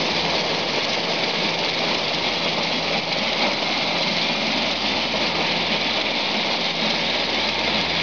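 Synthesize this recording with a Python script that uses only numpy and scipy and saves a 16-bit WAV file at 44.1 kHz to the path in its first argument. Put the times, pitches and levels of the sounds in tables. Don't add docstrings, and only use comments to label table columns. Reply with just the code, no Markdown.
import sys
import numpy as np
from scipy import signal
from scipy.fft import rfft, irfft, next_fast_len
from scipy.io import wavfile

SR = 44100
rng = np.random.default_rng(int(sys.argv[2]) if len(sys.argv) > 2 else 0)


def output_pcm(signal):
    pcm = np.clip(np.atleast_2d(signal).T, -1, 1) * 32767
    wavfile.write(sys.argv[1], SR, np.round(pcm).astype(np.int16))


N = 353682
TIME = np.arange(N) / SR
PANEL_BLOWS_PER_S = 200

# (frequency [Hz], relative level [dB])
STEEL_MODES = [(538, -5.5), (575, -10.5), (635, -7.5), (820, -4.5), (1141, -18), (1655, -13.5),
               (2120, -0.5), (2170, -1), (2300, 0.5), (2410, -1.5), (2790, -4), (3030, -4.5), (3300, 0),
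               (3400, 0.5), (3510, -4.5), (3640, -2), (3843, -1.5), (4059, 0.5), (4190, -6), (4560, -7.5),
               (4870, -4.5), (5400, -19), (5530, -12.5), (6200, -26.5)]
# (centre [s], duration [s], pod rise [dB], shell rise [dB], boom rise [dB])
FEED_CLUMPS = [(0.183, 0.075, 1, 3, 3), (0.368, 0.24, 1.5, 1.9, -2), (0.782, 0.079, 1.5, 3, 6),
               (.93, 0.087, -1.5, 2, -4), (1.12, 0.053, -0.5, 3.5, 2), (1.247, 0.13, 2, 1, 3.5),
               (1.438, 0.26, 1, 0.9, 6), (1.656, 0.074, 2.5, 2, -7), (1.895, 0.4, 2.5, 1.2, 6.5),
               (2.265, 0.063, 2, 2.5, 6), (2.464, 0.063, 3, 1, 4), (2.588, 0.1, 3.5, 0, 6.5),
               (2.761, 0.16, 0, 0.5, 8), (2.962, 0.093, 3, 1.5, 10), (3.21, 0.083, -0.5, 1, 12),
               (3.44, 0.19, 4, 2.5, 4.5), (4.178, 0.51, -1, 0.5, 2.5), (4.535, 0.1, -1, -0.2, 4),
               (4.953, 0.13, 2.5, 0.5, 7), (5.24, 0.11, 3, 1.5, 1), (5.374, 0.27, 2, -1, -5),
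               (5.47, 0.27, 0.5, 2, 1), (5.736, 0.084, 3.5, 2.5, 3.5), (5.97, 0.27, 1, 1.5, 2.5),
               (6.363, 0.13, 2.5, 0.5, 4), (6.532, 0.17, 2, 0.5, -1), (6.874, 0.22, 2, 1, 3),
               (7.74, 0.28, 1.5, 0, 4)]


def pods(level_db, panel_db):
    # (frequency [Hz], relative spectral level [dB])
    pod_spectrum = [(150, -25), (230, -20), (300, 1.5), (440, -1.5), (560, 3), (650, 2), (730, -0.5),
                    (910, 0.5), (1030, -4.5), (1250, -7), (1500, -12.5), (2200, -30.5), (4000, -64)]
    tumble = unit_rms(impacts(per_s=4000, spread_db=2.5)) + 1.06 * rng.standard_normal(N)
    body = coloured(tumble * grate_flutter(depth=0.05), pod_spectrum)
    body = lifted(body, hz=456, width_hz=170, db=panel_db)
    body = lifted(body, hz=330, width_hz=35, db=panel_db)
    body = lifted(body, hz=1090, width_hz=100, db=0.5 * panel_db)
    return gain_of(level_db) * body * beater(depth_db=0.5, lead_turns=-0.061)


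def shells(level_db, chute_db, sieve_db, bright_db):
    snaps = sum(resonance(impacts(per_s=600, spread_db=1.0), hz, width_hz=640)
                for hz in np.linspace(2200, 6800, 10))
    husk_splits = resonance(impacts(per_s=300, spread_db=4.0), hz=5450, width_hz=550)
    hiss = rng.standard_normal(N)
    # (frequency [Hz], relative spectral level [dB])
    shell_spectrum = [(900, -30.5), (1500, -17.5), (1660, -3.5), (1850, -2.5), (2150, 2), (2380, 2),
                      (2650, -1), (3150, -2.5), (3500, -1), (4100, -1.5), (4850, -5), (5550, -15.5),
                      (6300, -18.5), (7200, -42.5)]
    crackle = unit_rms(snaps) + hiss + 0.5 * kernels() + 0.5 * unit_rms(husk_splits)
    crackle = coloured(crackle, shell_spectrum)
    crackle = lifted(crackle, hz=1630, width_hz=150, db=chute_db)
    crackle = lifted(crackle, hz=3770, width_hz=1000, db=0.7 * sieve_db)
    treble = signal.sosfiltfilt(signal.butter(2, 4000, "high", fs=SR, output="sos"), crackle)
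    sharp = treble * gain_of(bright_db) * beater(depth_db=1.9, lead_turns=-0.28)
    dull = (crackle - treble) * beater(depth_db=0.7, lead_turns=-0.19)
    bunching_db = 0.47 * wander(per_s=64)
    return gain_of(level_db + bunching_db) * (dull + sharp) * grate_flutter(depth=0.046)


def beater(depth_db, lead_turns):
    # (time [s], speed [turns/s])
    drum_speed = [(0, 20.55), (.5, 20.45), (1.0, 19.96), (2.0, 20.18), (3.0, 20.18), (3.6, 20.05),
                  (4.6, 20.2), (5.4, 20.08), (6.0, 20.2), (6.5, 20.08), (7.0, 20.34), (7.5, 20.0),
                  (8.0, 20.0)]
    turns = np.cumsum(follow(drum_speed)[0]) / SR + lead_turns
    return unit_rms(gain_of(depth_db * np.cos(2 * np.pi * turns)))


def grate_flutter(depth, bar_hz=107.8):
    return 1 + depth * np.sin(2 * np.pi * bar_hz * TIME)


def feed(empty_s=0.0066):
    # (time [s], pods [dB], shells [dB], casing boom [dB])
    running_levels = [(0, -27.5, -26, -35.5), (1, -28, -26.5, -37.5), (2, -28.5, -26.5, -39.5),
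                      (3, -27.5, -25, -39.5), (4, -25.5, -25.5, -34), (5, -28, -24, -32.5),
                      (6, -28, -25, -36), (7, -28.5, -25, -35), (8, -27.5, -23.5, -36.5)]
    # (start [s], refill time [s], pod dip [dB])
    feed_gaps = [(.402, 0.1, -1.5), (.64, 0.05, -2), (.79, 0.061, -2), (.997, 0.14, -1.1),
                 (1.315, 0.036, -2), (1.555, 0.054, -2), (1.7, 0.08, -1.5), (2.035, 0.066, -0.5),
                 (2.19, 0.043, -1.5), (2.79, .09, -1.5), (3.0, 0.16, -3.5), (3.54, 0.065, -2.5),
                 (4.365, 0.088, -2), (4.735, 0.13, -3), (5.06, 0.17, -2), (6.022, 0.044, -3),
                 (6.12, .045, -2), (6.557, 0.077, -2.5), (6.712, 0.14, -3), (7.24, 0.039, -0.5),
                 (7.5, 0.19, -1.5)]
    pods_db, shells_db, boom_db = follow(running_levels)
    for s, length, pods_rise, shells_rise, boom_rise in FEED_CLUMPS:
        clump = swell(s, length)
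        pods_db += pods_rise * clump
        shells_db += shells_rise * clump
        boom_db += boom_rise * clump
    gap_db = np.zeros(N)
    for s, refill_s, dip_db in feed_gaps:
        emptying = np.interp(TIME - s, [0, empty_s], [0, 1])
        gap_db += dip_db * emptying * swell(s, 2 * refill_s)
    churn_db = 0.02 * wander(per_s=14)
    return pods_db + gap_db + churn_db, shells_db + 1.25 * gap_db + churn_db, boom_db + 1.5 * gap_db


def cushioning():
    return -0.35 * sum(pods_rise * swell(s, length) for s, length, pods_rise, _, _ in FEED_CLUMPS)


def kernels(wires=44):
    pitches = np.linspace(2900, 6000, wires) + rng.uniform(-36.5, 35, wires)
    return unit_rms(sum(resonance(impacts(per_s=9, spread_db=0.5), hz, width_hz=24) for hz in pitches))


def nut_cracks(t60_s=0.043, clatter_s=0.0056):
    # (time [s], peak level [dB], centre frequency [Hz], bandwidth [Hz])
    strikes = [(.165, -18, 3700, 1200), (0.546, -21, 3900, 2500), (.595, -19, 4200, 2000),
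               (0.848, -15, 4110, 2500), (.932, -19, 4300, 1500), (1.235, -19, 4000, 1500),
               (1.54, -19, 4000, 1200), (1.686, -19, 3880, 1200), (1.789, -16, 3750, 1490),
               (1.946, -17.5, 4200, 1500), (1.984, -19, 3860, 1500), (2.081, -17, 3840, 1500),
               (2.146, -14.5, 3870, 2500), (2.633, -17.5, 3700, 1000), (2.978, -18, 3600, 1500),
               (3.124, -14.5, 4150, 400), (3.179, -21, 4600, 2000), (3.329, -15, 3200, 1800),
               (3.533, -16, 4900, 3000), (4.022, -17, 3850, 2500), (4.215, -15, 3470, 2500),
               (4.467, -16, 4000, 1500), (4.711, -14.5, 3900, 1500), (6.013, -14, 3670, 1200),
               (6.528, -18, 3900, 1500), (6.643, -17, 3950, 1200), (6.903, -16, 4500, 2500),
               (7.199, -17, 4100, 800), (7.351, -21, 3600, 1200), (7.489, -15, 3410, 2500),
               (7.591, -14, 3900, 1500), (7.678, -14, 3700, 1500), (7.811, -15, 3700, 2000)]
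    out, t = np.zeros(N), np.arange(SR // 15) / SR
    hz, mode_db = np.transpose(STEEL_MODES)
    weights = gain_of(mode_db) * hz ** 2
    modes = weights[:, None] * np.sin(2 * np.pi * hz[:, None] * t) * np.exp(-np.log(1000) * t / t60_s)
    bright_band = signal.butter(4, [2600, 6000], "band", fs=SR, output="sos")
    for s, db, crack_hz, width_hz in strikes:
        ring = resonance(rng.standard_normal(len(hz)) @ modes, crack_hz, width_hz)
        clatter = resonance(rng.standard_normal(len(t)), crack_hz, width_hz)
        clatter *= np.exp(-(t / clatter_s) ** 2)
        crack = signal.sosfilt(bright_band, unit_peak(ring) + unit_peak(clatter))
        add(out, s, gain_of(db) * unit_peak(crack))
    return out


def pod_knocks(level_db=-4.5, attack_s=0.005, decay_s=0.0098, width_hz=260):
    # (time [s], relative peak level [dB], pitch [Hz])
    throws = [(0.764, -12.5, 503), (0.968, -13, 517), (1.921, -19, 554), (2.105, -13, 640),
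              (2.907, -13, 530), (3.462, -12, 580), (3.617, -15.5, 660), (4.694, -24, 680),
              (5.136, -13, 640), (5.382, -16.5, 568), (7.15, -16, 610), (7.671, -14, 630)]
    out, t = np.zeros(N), np.arange(SR // 12) / SR
    envelope = (1 - np.exp(-t / attack_s)) ** 2 * np.exp(-t / decay_s)
    for s, db, hz in throws:
        contact = rng.standard_normal(len(t)) * envelope
        knock = resonance(resonance(contact, hz, width_hz), hz, 2 * width_hz)
        add(out, s, gain_of(db + level_db) * unit_peak(knock))
    return out


def panels(shells_db, level_db=-8.0, swing_db=3.0):
    # (time [s], lift [dB])
    cover_lift = [(0, -2), (1.0, 0.5), (1.35, 7), (1.85, 5.5), (2.15, -2.5), (3.1, -4), (3.35, 2),
                  (4.2, 4.5), (5.5, 1.5), (6.3, -1), (6.9, -4), (7.25, 4), (8, 2)]
    ring = np.zeros(N)
    for hz, db in STEEL_MODES:
        radiation = gain_of(db + swing_db * wander(per_s=1.6))
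        ring += radiation * resonance(impacts(PANEL_BLOWS_PER_S, spread_db=0.7), hz, width_hz=24)
    ring = lifted(unit_rms(ring), hz=2320, width_hz=380, db=follow(cover_lift)[0])
    return gain_of(shells_db + level_db) * ring * beater(depth_db=-1.5, lead_turns=-0.17)


def housing(shells_db, hz=917, width_hz=13):
    # (time [s], level relative to the shells [dB])
    mode_level = [(0, -16.5), (4.4, -31.5), (5.1, -19.5), (6.1, -17.5), (6.8, -25.5), (8, -16)]
    blows = impacts(PANEL_BLOWS_PER_S, spread_db=5.5)
    ring = resonance(resonance(blows, hz, width_hz), hz, 2 * width_hz)
    return gain_of(shells_db + follow(mode_level)[0]) * unit_rms(ring)


def casing(boom_db, draught_db):
    # (frequency [Hz], relative spectral level [dB])
    boom_spectrum = [(120, -31.5), (170, -17.5), (195, -0.5), (222, 4), (245, 0), (275, -3), (340, -18.5),
                     (600, -57)]
    # (frequency [Hz], relative spectral level [dB])
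    draught_spectrum = [(20, -22), (45, -20), (72, -5), (100, -1.5), (120, 0.5), (150, 6.5), (200, 5),
                        (400, -41)]
    boom = gain_of(boom_db) * coloured(rng.standard_normal(N), boom_spectrum)
    draught = gain_of(draught_db) * coloured(rng.standard_normal(N), draught_spectrum)
    return boom * beater(depth_db=1.5, lead_turns=-0.31) + draught


def blower(shaft_hz=84.6, third_db=-3.5, throb_period_s=1.325, throb_peak_s=1.49):
    # (time [s], shaft tone [dB], octave [dB], motor tone relative to the octave [dB])
    hum_levels = [(0, -48.5, -39.5, -10), (.7, -52.5, -44.5, -4), (1.0, -60, -39, -8),
                  (1.65, -59, -43.5, -6.5), (1.85, -52, -39.5, -9), (2.3, -55, -44, -11),
                  (2.5, -56, -39, -8), (3.0, -51, -43, -11), (3.6, -57, -46, -7), (3.85, -56, -44, -6),
                  (4.2, -51.5, -42.5, -4), (4.9, -45.5, -48, -2), (5.4, -48, -42.5, 2),
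                  (6.0, -48.5, -46.5, -1), (6.3, -58, -50, 5), (6.6, -57.5, -47.5, 1),
                  (6.9, -50.5, -44, -1), (7.3, -46.5, -45.5, 1), (7.55, -45.5, -49, -6),
                  (7.75, -44, -41.5, -2), (8, -43.5, -41, -3)]
    # (frequency [Hz], rms level [dB])
    drive_tones = [(152, -54), (793, -45.5), (1067, -49)]
    shaft_db, octave_db, motor_db = follow(hum_levels)
    angle = wavering_phase(shaft_hz, depth=0.0015, per_s=6)
    slip = 2 * np.pi * (TIME - throb_peak_s) / throb_period_s
    octave = np.sin(2 * angle) + gain_of(motor_db) * np.sin(2 * angle - slip)
    shaft = np.sin(angle) + gain_of(third_db) * np.sin(3 * angle)
    hum = gain_of(shaft_db) * shaft + gain_of(octave_db) * octave
    hum *= gain_of(0.56 * wander(per_s=9.5))
    for hz, db in drive_tones:
        amplitude = gain_of(db + 0.78 * wander(per_s=3.1))
        hum += amplitude * np.sin(wavering_phase(hz, depth=0.003, per_s=13))
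    return np.sqrt(2) * hum


def yard(direct, echo_gain=0.056, drift_s=0.00029):
    echoes = sum(np.interp(TIME - delay_s - drift_s * wander(per_s=0.71), TIME, direct)
                 for delay_s in (0.0043, 0.0091))
    return (direct + echo_gain * echoes) / np.sqrt(1 + 2 * echo_gain ** 2)


def impacts(per_s, spread_db):
    when, hardness, side = rng.random((int(per_s * N / SR), 3)).T
    strength_db = spread_db * np.minimum(-np.log(1 - hardness), 4)
    return np.bincount((when * N).astype(int), gain_of(strength_db) * np.sign(side - 0.5), N)


def resonance(x, hz, width_hz):
    return signal.lfilter(*signal.iirpeak(hz, hz / width_hz, SR), x + 1e-12)


def lifted(x, hz, width_hz, db):
    return x + (gain_of(db) - 1) * resonance(x, hz, width_hz)


def coloured(x, spectrum):
    size = next_fast_len(N)
    hz, db = np.transpose(spectrum)
    bin_hz = np.fft.rfftfreq(size, 1 / SR)
    gain = gain_of(np.interp(np.log(bin_hz + 1), np.log(hz), db))
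    return unit_rms(irfft(rfft(x, size) * gain, size)[:N])


def wander(per_s):
    knots = rng.standard_normal(1200)
    return np.interp(TIME, np.arange(len(knots)) / per_s, knots) * np.sqrt(3 / 2)


def wavering_phase(hz, depth, per_s):
    return 2 * np.pi * np.cumsum(hz * (1 + depth * wander(per_s))) / SR


def swell(middle_s, length_s):
    t = TIME - middle_s
    return np.where(abs(t) < length_s / 2, np.cos(np.pi * t / length_s) ** 2, 0)


def follow(table):
    s, *columns = np.transpose(table)
    return [np.interp(TIME, s, column) for column in columns]


def gain_of(db):
    return 10 ** (np.asarray(db) / 20)


def unit_rms(x):
    return x / np.sqrt(np.mean(x ** 2) + 1e-20)


def unit_peak(x):
    return x / abs(x).max()


def add(mix, start_s, sound):
    part = mix[round(start_s * SR):][:len(sound)]
    part += sound[:len(part)]


def scene():
    # (time [s], hopper panel [dB], chute [dB], sieve [dB], brightness [dB], draught [dB])
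    facing = [(0, 3, 5.5, -3.5, 4, -38.5), (.8, 2, 6.5, -4, 2.5, -42), (1.6, 2, 5.5, 0, 2, -41),
              (2.4, -1, 0.5, 0, 1, -41), (3.2, -2, -3.5, -3, -0.5, -43.5), (4.0, -5.5, 1.5, 1, 0.5, -42.5),
              (4.8, -4, 1.5, -1.5, 1, -48), (5.4, -1, 5.5, 0, -2.5, -41.5), (6.2, -1.5, 0, 3, -2.5, -46),
              (7.0, 0.5, 5.5, 3, 0, -47.5), (8, -2.5, 5, 1.5, -5, -43)]
    panel_db, chute_db, sieve_db, bright_db, draught_db = follow(facing)
    pods_db, shells_db, boom_db = feed()
    rattle = pods(pods_db, panel_db) + shells(shells_db, chute_db, sieve_db, bright_db + cushioning())
    rattle += panels(shells_db) + housing(shells_db) + nut_cracks() + pod_knocks()
    return (blower() + casing(boom_db, draught_db) + yard(rattle))[None]


def record(dry):
    ceiling, offset = 0.4, -0.0057
    rounded = dry / (1 + (dry / ceiling) ** 6) ** (1 / 6)
    soft = signal.sosfilt(signal.butter(10, 6600, fs=SR, output="sos"), rounded) + offset
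    band_edge = signal.firwin(301, 7300, window=("kaiser", 9), fs=SR)
    return signal.oaconvolve(soft, band_edge[None], "same")


dry = scene()
out = record(dry)
output_pcm(out)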